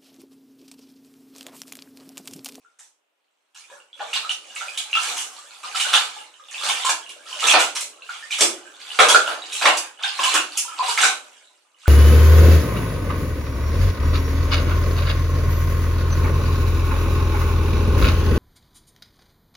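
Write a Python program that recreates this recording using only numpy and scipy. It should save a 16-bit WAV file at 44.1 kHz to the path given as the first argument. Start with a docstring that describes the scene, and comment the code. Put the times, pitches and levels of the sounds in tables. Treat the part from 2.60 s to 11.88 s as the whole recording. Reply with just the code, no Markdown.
"""A tiled bathroom, where a small child kicks and swishes toys through the water of a plastic tub.
Each splash is a cloud of short ringing bubbles with spray, crackling densely over a softer fizz.
Single large bubbles plop as rising sine rings, and flat smacks crack as short bursts of noise.
The water sloshes on in between, the tiles answer with a short, dense echo,
and a faint steady hiss lies under it all."""
import sys
import numpy as np
from scipy import signal
from scipy.fft import rfft, irfft, next_fast_len
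from scipy.io import wavfile
from scipy.ndimage import uniform_filter1d

SR = 44100
rng = np.random.default_rng(int(sys.argv[2]) if len(sys.argv) > 2 else 0)


def generate_wav(sig):
    """Save sig (samples, or channels by samples) to the path in sys.argv[1] as 16-bit PCM at SR."""
    pcm = np.round(np.clip(np.atleast_2d(sig).T, -1, 1) * 32767).astype(np.int16)
    wavfile.write(sys.argv[1], SR, pcm)


N = 409248

# still air of the room, relative spectrum: hz, density_db (per Hz)
AIR_SPECTRUM = [(35, -68), (60, -41.5), (135, -32), (295, -8.5), (798, -4), (1880, -9), (2840, -6),
                (5060, -23.5), (15000, -25.5)]
# water rocking in the tub: time_s, deep_gurgle_db, surface_lapping_db
SLOSH_LEVELS = [(0.0, -75.5, -69), (0.45, -85.5, -88.0), (0.92, -86.5, -78), (1.12, -66, -56.5),
                (1.28, -81.5, -76), (1.42, -53, -60.5), (2.7, -67, -58), (2.95, -66.5, -49),
                (3.55, -58.5, -57.5), (3.75, -69.5, -58), (4.35, -56.5, -51.5), (5.3, -58.0, -59.0),
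                (6.05, -68.5, -52.5), (6.85, -60, -57), (7.33, -74, -61), (8.1, -59, -44),
                (8.72, -69.5, -55), (9.08, -77.5, -69.5)]
# single large bubbles: start_s, pitch_hz, relative_level_db
LARGE_BUBBLES = [(0.048, 1374, -41), (1.1, 986, -37.0), (1.115, 548, -39), (1.201, 2750, -36),
                 (1.33, 3360, -27.0), (1.403, 795, -19.5), (1.418, 625, -30.5), (1.531, 2790, -10),
                 (1.647, 1270, -18.5), (1.901, 2820, -28.5), (1.965, 2210, -24), (2.01, 1347, -18.5),
                 (2.083, 2440, -17), (2.33, 2744, -4), (2.342, 2694, -3.5), (2.353, 1279.0, -13),
                 (2.37, 1320, -9.5), (3.036, 1214.0, -25.0), (3.147, 1300, -18.0), (3.25, 1460, -14),
                 (3.565, 850.0, -28.5), (3.797, 1209, -35.5), (3.945, 2590, -17), (4.247, 1042, -12.5),
                 (4.283, 1028, -14.5), (4.463, 2800, -25), (4.828, 1276, -11.5), (5.421, 2680, -26),
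                 (5.492, 1413, -17.0), (5.626, 1770, -25), (5.708, 2390, -13.5), (5.819, 344, -18.5),
                 (6.058, 1556, -33.5), (6.304, 2900, -18.0), (6.392, 1276, -0.5), (6.394, 749, -5),
                 (6.546, 1394, 6.5), (6.821, 3780, -18.5), (6.922, 3730, -16.5), (7.441, 1544.0, -12),
                 (7.59, 1072, -12), (7.656, 1036, -11), (7.972, 3040, -20.5), (8.05, 964, -28.0),
                 (8.08, 1315, -26), (8.12, 1270, -22.5), (8.194, 1014, -7.5), (8.225, 756, -16.5),
                 (8.283, 932, -13.5), (8.433, 1494.0, -1), (9.257, 1460, -20)]
# splashes; depth is big bubbles over droplets, spray is fine spray over droplets:
# start_s, t60_s, level_db, depth_db, spray_db
SPLASH_EVENTS = [(0.188, 0.25, -50.5, -2.0, 9.0), (0.945, 0.43, -42, -9.5, -1.5),
                 (1.098, 0.48, -49.5, 4, -0.5), (1.393, 0.18, -33, 6, -15.5),
                 (1.532, 0.1653, -16.5, -11.5, -10), (1.555, 0.09, -17.5, -12.5, -7.5),
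                 (1.691, 0.07, -20.5, -5, -4), (1.712, 0.0751, -21, -15.5, -2), (1.948, 0.64, -35, -8.5, 0),
                 (2.01, 0.12, -29, -0.0, -12.5), (2.174, 0.09, -20, -17.5, 2.5),
                 (2.352, 0.07, -17, -6.5, -9), (2.412, 0.5, -31, -1.5, 2.5), (2.475, 1, -37.0, 1.5, 5),
                 (2.566, 0.16, -23.5, -7.5, 2.5), (2.608, 0.0541, -22.5, -11.5, 5),
                 (3.03, 0.44, -31.5, -1.0, -5.5), (3.146, 0.52, -22, -8, -4.5),
                 (3.197, 0.17, -17.5, -14.5, -1.5), (3.265, 0.2, -30.0, 1.0, -6.0),
                 (3.329, 0.2272, -10.5, -3.5, -5), (3.908, 0.15, -40, -9.5, 4), (4.031, 0.42, -24, 0, -2.5),
                 (4.084, 0.13, -18.5, -0.5, -0.5), (4.246, 0.23, -19.5, -3, -1), (4.29, 0.07, -11.0, -2, 1),
                 (4.49, 0.1, -31, -19.0, -1), (4.79, 0.77, -25.5, -9, -2.5), (4.828, 0.33, -20.0, 2.0, -5),
                 (4.867, 0.12, -10.5, -9, -0.5), (4.935, 0.1427, -10.5, 4.5, -18.0),
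                 (4.989, 0.19, -14.0, -1.5, -0.5), (5.151, 0.1365, -20, -6, 2.5),
                 (5.206, 0.08, -22.0, -24, 6), (5.492, 0.44, -34, -6, -9.5), (5.705, 0.48, -23.5, -14, -5),
                 (5.785, 0.1059, -21, 0.5, 6.5), (5.807, 0.1522, -12, -5.5, 5), (6.193, 0.28, -36, -20, -9),
                 (6.388, 0.34, -11.5, 2.5, -5.5), (6.483, 0.3, -13, 1, 1.0), (6.547, 0.05, -10, 3, -4.5),
                 (6.67, 0.4, -27.5, 4.5, -5), (6.922, 0.6, -31.5, -21.0, 4.5),
                 (7.012, 0.47, -17.5, 1, -8.5), (7.054, 0.1861, -9, 1.5, -9.5),
                 (7.169, 0.0745, -19.5, -15.5, 8), (7.389, 0.24, -38, 1.5, -12.5),
                 (7.425, 0.45, -21.5, -7, -11), (7.59, 0.13, -23, 3, -8), (7.633, 0.13, -15, -3.5, -1.5),
                 (7.74, 0.1144, -11.5, -0.5, 0), (7.973, 0.11, -19, -24.5, 9.5),
                 (8.175, 0.17, -28.5, -2, -7.5), (8.223, 0.37, -27, -1.5, -7),
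                 (8.278, 0.52, -27.0, -4, 2.0), (8.374, 0.18, -12.5, -3.5, -8),
                 (8.409, 0.25, -14.5, -1.0, -1), (8.434, 0.206, -13.5, -2.5, -1.5),
                 (9.267, 0.25, -28.5, -4.5, -14.5)]
# a limb or toy swishing through the water: fastest_s, half_length_s (peak to half amplitude), level_db
SWISH_EVENTS = [(1.56, 0.14, -39.5), (2.12, 0.237, -40.5), (2.427, 0.084, -28.5), (2.772, 0.05, -45.5),
                (3.311, 0.14, -29.5), (3.56, 0.079, -41.5), (4.123, 0.15, -29.0), (4.745, 0.074, -35.0),
                (4.908, 0.024, -15.5), (5.583, 0.14, -43.5), (6.384, 0.11, -34.5), (6.673, 0.018, -33),
                (7.02, 0.16, -36), (7.69, 0.098, -24), (7.942, 0.038, -38.5), (8.283, 0.028, -26),
                (9.248, 0.057, -49)]
# a hand or foot smacking flat on the water: start_s, level_db, lower_edge_hz, upper_edge_hz
SMACK_EVENTS = [(3.331, -15.5, 803, 5000), (4.935, -11.5, 280, 3500), (5.808, -6, 300, 8070),
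                (6.389, -5, 349, 3290), (6.546, -12.5, 400, 2505), (7.054, -7, 550, 4490),
                (7.74, -14.5, 350, 9000), (7.97, -24.5, 2590, 11910), (8.377, -19, 900, 7970),
                (8.435, -12.5, 400, 4000)]
# thumps, gulps, bubbles, droplets, spray, one row each:
# lowest_hz, highest_hz, base_rate_per_s, base_decay_cycles, size_spread_db, level_db
BUBBLE_CLASSES = [(235.7, 427, 350, 3.0, 1, -2.3), (414.4, 690, 500, 4.1, 6, -2.3),
                  (698, 1997, 950, 7, 4, -1.4), (1966, 4994, 1500, 6.4, 5.5, 0.34),
                  (4860, 15500, 3800, 5.5, 3, -0.4)]
# what stirs each of those classes: splash_db, by_depth (dB per dB), by_spray (dB per dB),
# swish_db, slosh_db, smack_db, wake_db
STIRRING_LEVELS = [(-22, 2, 0.5, -33.5, -6.5, -20, -47.5), (-13, 2.5, 0, -20, 2, -14.5, -38),
                   (0.5, 1, 0, -5.5, 0, -21, -37.5), (0, 0, 0, 0, 1, -29, -51.5),
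                   (0.5, 0, 1, -4.5, -0.8, -30.5, -56)]
# colour of the churning water, relative spectrum: hz, density_db (per Hz)
WATER_COLOUR = [(30, -32.5), (175, -30.5), (240, -14.5), (330, -6), (500, -3.5), (640, -1), (790, 1),
                (1000, -0.5), (1350, 3), (1950, -4.5), (2800, 0.5), (3700, -2.6), (5200, -7), (7500, -5.5),
                (9800, -11), (12000, -24.5), (15500, -33.5)]
# ring of the tiled room: hz, t60_s
TILE_RING = [(220, 0.58), (500, 0.36), (1400, 0.3), (3700, 0.27), (9700, 0.28), (15000, 0.26)]
# stereo lean: hz, left_over_right_db
STEREO_LEAN = [(60, -2), (110, -2.5), (200, 2), (380, -1), (700, -1.5), (1290, -1.5), (2380, -2.5),
               (4400, -4), (8120, -2.5), (15000, 7.5)]

AIR_DB = -75
SMACK_T60_S, WAKE_T60_S = 0.16, 1.7  # a smack churns the water briefly; its waves lap on
DEEP_HZ, SHALLOW_DB_PER_OCTAVE = 300, -7.5  # a higher, shallower smack moves less water
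SWELL_S, SPRAY_SWELL_S, WAKE_SWELL_S = 0.0023, 0.007, 0.072  # spray flies up a little after the bubbles
EDGE_HZ = 15650  # top of the treble


def gain_of(db):
    """Decibels to amplitude."""
    return 10 ** (np.asarray(db) / 20)


def evened(x):
    """Scales a sound to rms 1."""
    return x / np.sqrt(np.mean(x ** 2) + 1e-20)


def read(points, hz):
    """Reads a table joined by straight lines on a log-frequency axis."""
    table_hz, value = np.transpose(points)
    return np.interp(np.log(hz + 1), np.log(table_hz + 1), value)


def coloured(x, gain):
    """Filters a sound by a gain that is a function of frequency."""
    size = next_fast_len(N + 4096)
    spectrum = rfft(x, size) * gain(np.fft.rfftfreq(size, 1 / SR))
    return irfft(spectrum, size)[..., :N]


def add(mix, start_s, sound):
    """Mixes a sound in, starting no earlier than the first sample."""
    part = mix[max(round(start_s * SR), 0):][:len(sound)]
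    part += sound[:len(part)]


def still_air():
    """The quiet room: steady hiss, independent on each side, shaped by the air's spectrum."""
    noise = rng.standard_normal((2, N))
    shaped = coloured(noise, lambda hz: gain_of(read(AIR_SPECTRUM, hz)))
    return gain_of(AIR_DB) * evened(shaped)


def slosh_power(kind, slosh_db):
    """Rocking water stirs thumps and gulps by its deep gurgle, smaller bubbles by its surface lapping."""
    times_s, deep_db, surface_db = np.transpose(SLOSH_LEVELS)
    level_db = np.interp(np.arange(N) / SR, times_s, deep_db if kind < 2 else surface_db)
    return gain_of(level_db + slosh_db) ** 2


def burst(t60_s, swell_s):
    """Stirring power that swells quickly, then dies away by 60 dB."""
    age_s = np.arange(int(t60_s * SR)) / SR
    return np.exp(-np.log(1e6) * age_s / t60_s) * (1 - np.exp(-age_s / swell_s))


def add_splashes(power, kind, splash_db, by_depth, by_spray):
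    """Each splash stirs bubbles in a burst, balanced by its depth and its spray."""
    swell_s = SPRAY_SWELL_S if kind == len(BUBBLE_CLASSES) - 1 else SWELL_S
    for start_s, t60_s, level_db, depth_db, spray_db in SPLASH_EVENTS:
        stir_db = level_db + splash_db + by_depth * depth_db + by_spray * spray_db
        add(power, start_s, gain_of(stir_db) ** 2 * burst(t60_s, swell_s))


def add_swishes(power, swish_db):
    """A limb or toy speeds up and slows down, so its stirring rises and falls smoothly."""
    for fastest_s, half_s, level_db in SWISH_EVENTS:
        stroke = np.hanning(2 * int(2 * half_s * SR)) ** 2
        add(power, fastest_s - 2 * half_s, gain_of(level_db + swish_db) ** 2 * stroke)


def add_smack_wakes(power, smack_db, wake_db):
    """A flat smack churns the water at once and leaves a slower, longer wake."""
    churn = gain_of(smack_db) ** 2 * burst(SMACK_T60_S, SWELL_S)
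    wake = gain_of(wake_db) ** 2 * burst(WAKE_T60_S, WAKE_SWELL_S)
    for start_s, level_db, low_hz, _ in SMACK_EVENTS:
        moved = gain_of(level_db + SHALLOW_DB_PER_OCTAVE * np.log2(low_hz / DEEP_HZ)) ** 2
        add(power, start_s, moved * churn)
        add(power, start_s, moved * wake)


def agitation(kind):
    """Sums the power of all that stirs one size of bubble, and returns it as amplitude."""
    splash_db, by_depth, by_spray, swish_db, slosh_db, smack_db, wake_db = STIRRING_LEVELS[kind]
    power = slosh_power(kind, slosh_db)
    add_splashes(power, kind, splash_db, by_depth, by_spray)
    add_swishes(power, swish_db)
    add_smack_wakes(power, smack_db, wake_db)
    return np.sqrt(power)


def bubble(hz, cycles, rise):
    """A pocket of air rings down; its pitch climbs as it nears the surface."""
    life_s = cycles / hz  # time to fall to 1/e
    t = np.arange(int(6 * life_s * SR) + 2) / SR
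    phase = 2 * np.pi * hz * t * (1 + rise * t / life_s / 2)
    return np.exp(-t / life_s) * np.sin(phase)


def bubble_births(stir, per_s, spread_db, steadiness=0.46, crowd_s=0.024, boil_db=-24, thinning=0.48):
    """Random impulses that crowd together in churned water and thin to separate drips in calm water."""
    density = np.clip(stir / gain_of(boil_db), 0.03, 2) ** thinning
    chance = rng.random(N)
    size = np.minimum(rng.exponential(1, N), 5)
    births = (chance < density * per_s / SR) * rng.choice([-1., 1.], N)
    born = np.flatnonzero(births)
    births[born] *= gain_of(spread_db * size[born]) / np.sqrt(density[born])
    # even out the level where impulses crowd together
    crowd = abs(uniform_filter1d(births ** 2, int(crowd_s * SR)))
    births[born] /= crowd[born] ** (steadiness / 2)
    return born, evened(births) * stir


def cloud(kind, count=48, rise=0.032, fizz=0.27):
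    """Bubbles of one size class: ringing grains over a smooth fizz, in the water's colour."""
    low_hz, high_hz, per_s, cycles, spread_db, level_db = BUBBLE_CLASSES[kind]
    stir = agitation(kind)
    born, births = bubble_births(stir, per_s, spread_db)

    # a stock of rings, spread evenly in log pitch with some scatter
    steps = (np.arange(count) + rng.random(count)) / count
    pitches = low_hz * (high_hz / low_hz) ** steps
    which = rng.integers(0, count, N)
    decay_cycles = cycles * rng.uniform(0.44, 1.6, count)
    rings = []
    for hz, ring_cycles in zip(pitches, decay_cycles):
        ring = bubble(hz, ring_cycles, rise)
        rings.append(ring / np.linalg.norm(ring) * np.sqrt(hz / pitches.mean()))

    out = fizz * stir * rng.standard_normal(N) * np.sqrt(SR / 2 / (high_hz - low_hz))
    for i in born:
        ring = rings[which[i]][:N - i]
        out[i:i + len(ring)] += births[i] * ring

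    def colour(hz, order=10):
        """The water's colour within this class; the lowest class has no lower cutoff."""
        below = (low_hz / (hz + 1)) ** order if kind else 0
        return gain_of(read(WATER_COLOUR, hz)) / np.sqrt(1 + below + (hz / high_hz) ** order)

    band_rms = np.sqrt(np.mean(colour(np.linspace(low_hz, high_hz)) ** 2))
    return gain_of(level_db) * coloured(out, colour) / band_rms


def plops(cycles=10, rise=0.017, level_db=0.57, swell_cycles=1.0, cut_hz=330, order=4):
    """Large single bubbles swell over about a cycle as they pinch off, and ring; deep bass is cut."""
    out = np.zeros(N)
    for start_s, hz, db in LARGE_BUBBLES:
        ring = bubble(hz, cycles, rise)
        swell = 1 - np.exp(-np.arange(len(ring)) * hz / SR / swell_cycles)
        add(out, start_s, gain_of(db + level_db) * ring * swell)
    return coloured(out, lambda hz: 1 / np.sqrt(1 + (cut_hz / (hz + 1)) ** (2 * order)))


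def smacks(life_s=0.0037, push_db=-35, order=3):
    """The cavity under a flat blow collapses in a short, dense crack with a little deep push."""
    out = np.zeros(N)
    t = np.arange(SR // 16) / SR
    for start_s, level_db, low_hz, high_hz in SMACK_EVENTS:
        noise = rng.standard_normal(len(t))
        push = signal.lfilter(*signal.butter(order, high_hz, fs=SR), noise)
        crack = signal.lfilter(*signal.butter(order, low_hz, "high", fs=SR), push)
        blow = evened(crack + gain_of(push_db) * push)
        add(out, start_s, gain_of(level_db) * blow * np.exp(-t / life_s))
    return out


def bathroom(x, early=0.46, wet=0.69, shared_hz=620, gap_s=0.005, count=12):
    """First echoes off tub and wall, then a dense tail that both sides share in the bass."""
    hz, t, z = signal.stft(rng.standard_normal((2, SR)), SR, nperseg=512)
    same = (1 / (1 + (hz / shared_hz) ** 2))[:, None]
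    z[1] = same * z[0] + np.sqrt(1 - same ** 2) * z[1]
    t60_s = read(TILE_RING, hz)[:, None]
    decaying = z * gain_of(-60 * t / t60_s) / np.sqrt(t60_s)
    tail = signal.istft(decaying, SR, nperseg=512)[1][:, :SR]
    tail *= np.clip(np.arange(SR) / SR / gap_s - 1, 0, 1)  # silent for the gap, then fades in
    response = wet * tail / np.linalg.norm(tail[0])
    for side in response:
        delays = (rng.uniform(0.001, 0.017, count) * SR).astype(int)
        side[delays] += early * rng.choice([-1, 1], count) / np.sqrt(count)
    return signal.fftconvolve(x[None].astype(np.float32), response.astype(np.float32), axes=1)[:, :N]


def around_the_tub(water, count=4, wander_hz=17, direct=0.55):
    """Bubbles burst all over the tub: sound circles quickly between spots, each with its own echoes."""
    place = wander_hz * np.arange(N) / SR * count
    heard = direct * water
    for k in range(count):
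        nearness = np.maximum(1 - abs((place + k) % count - count / 2), 0)
        heard = heard + bathroom(water * np.sin(np.pi / 2 * nearness))
    return heard


def scene():
    """Mixes the water, sets it in the room with its left-right lean, and adds still air."""
    water = sum(cloud(kind) for kind in range(len(BUBBLE_CLASSES))) + plops() + smacks()
    heard = around_the_tub(water)
    # half the lean goes to each side, in opposite directions
    leaning = coloured(heard, lambda hz: gain_of(np.outer([0.5, -0.5], read(STEREO_LEAN, hz))))
    return leaning + still_air()


def record(dry, order=6):
    """The hardest slaps overload the input and are rounded off; then the top treble is cut."""
    clipped = dry / (1 + abs(dry) ** order) ** (1 / order)
    lowpass = signal.firwin(511, EDGE_HZ, window=("kaiser", 9), fs=SR)
    return signal.oaconvolve(clipped, lowpass[None], "same")


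dry = scene()
out = record(dry)
generate_wav(out)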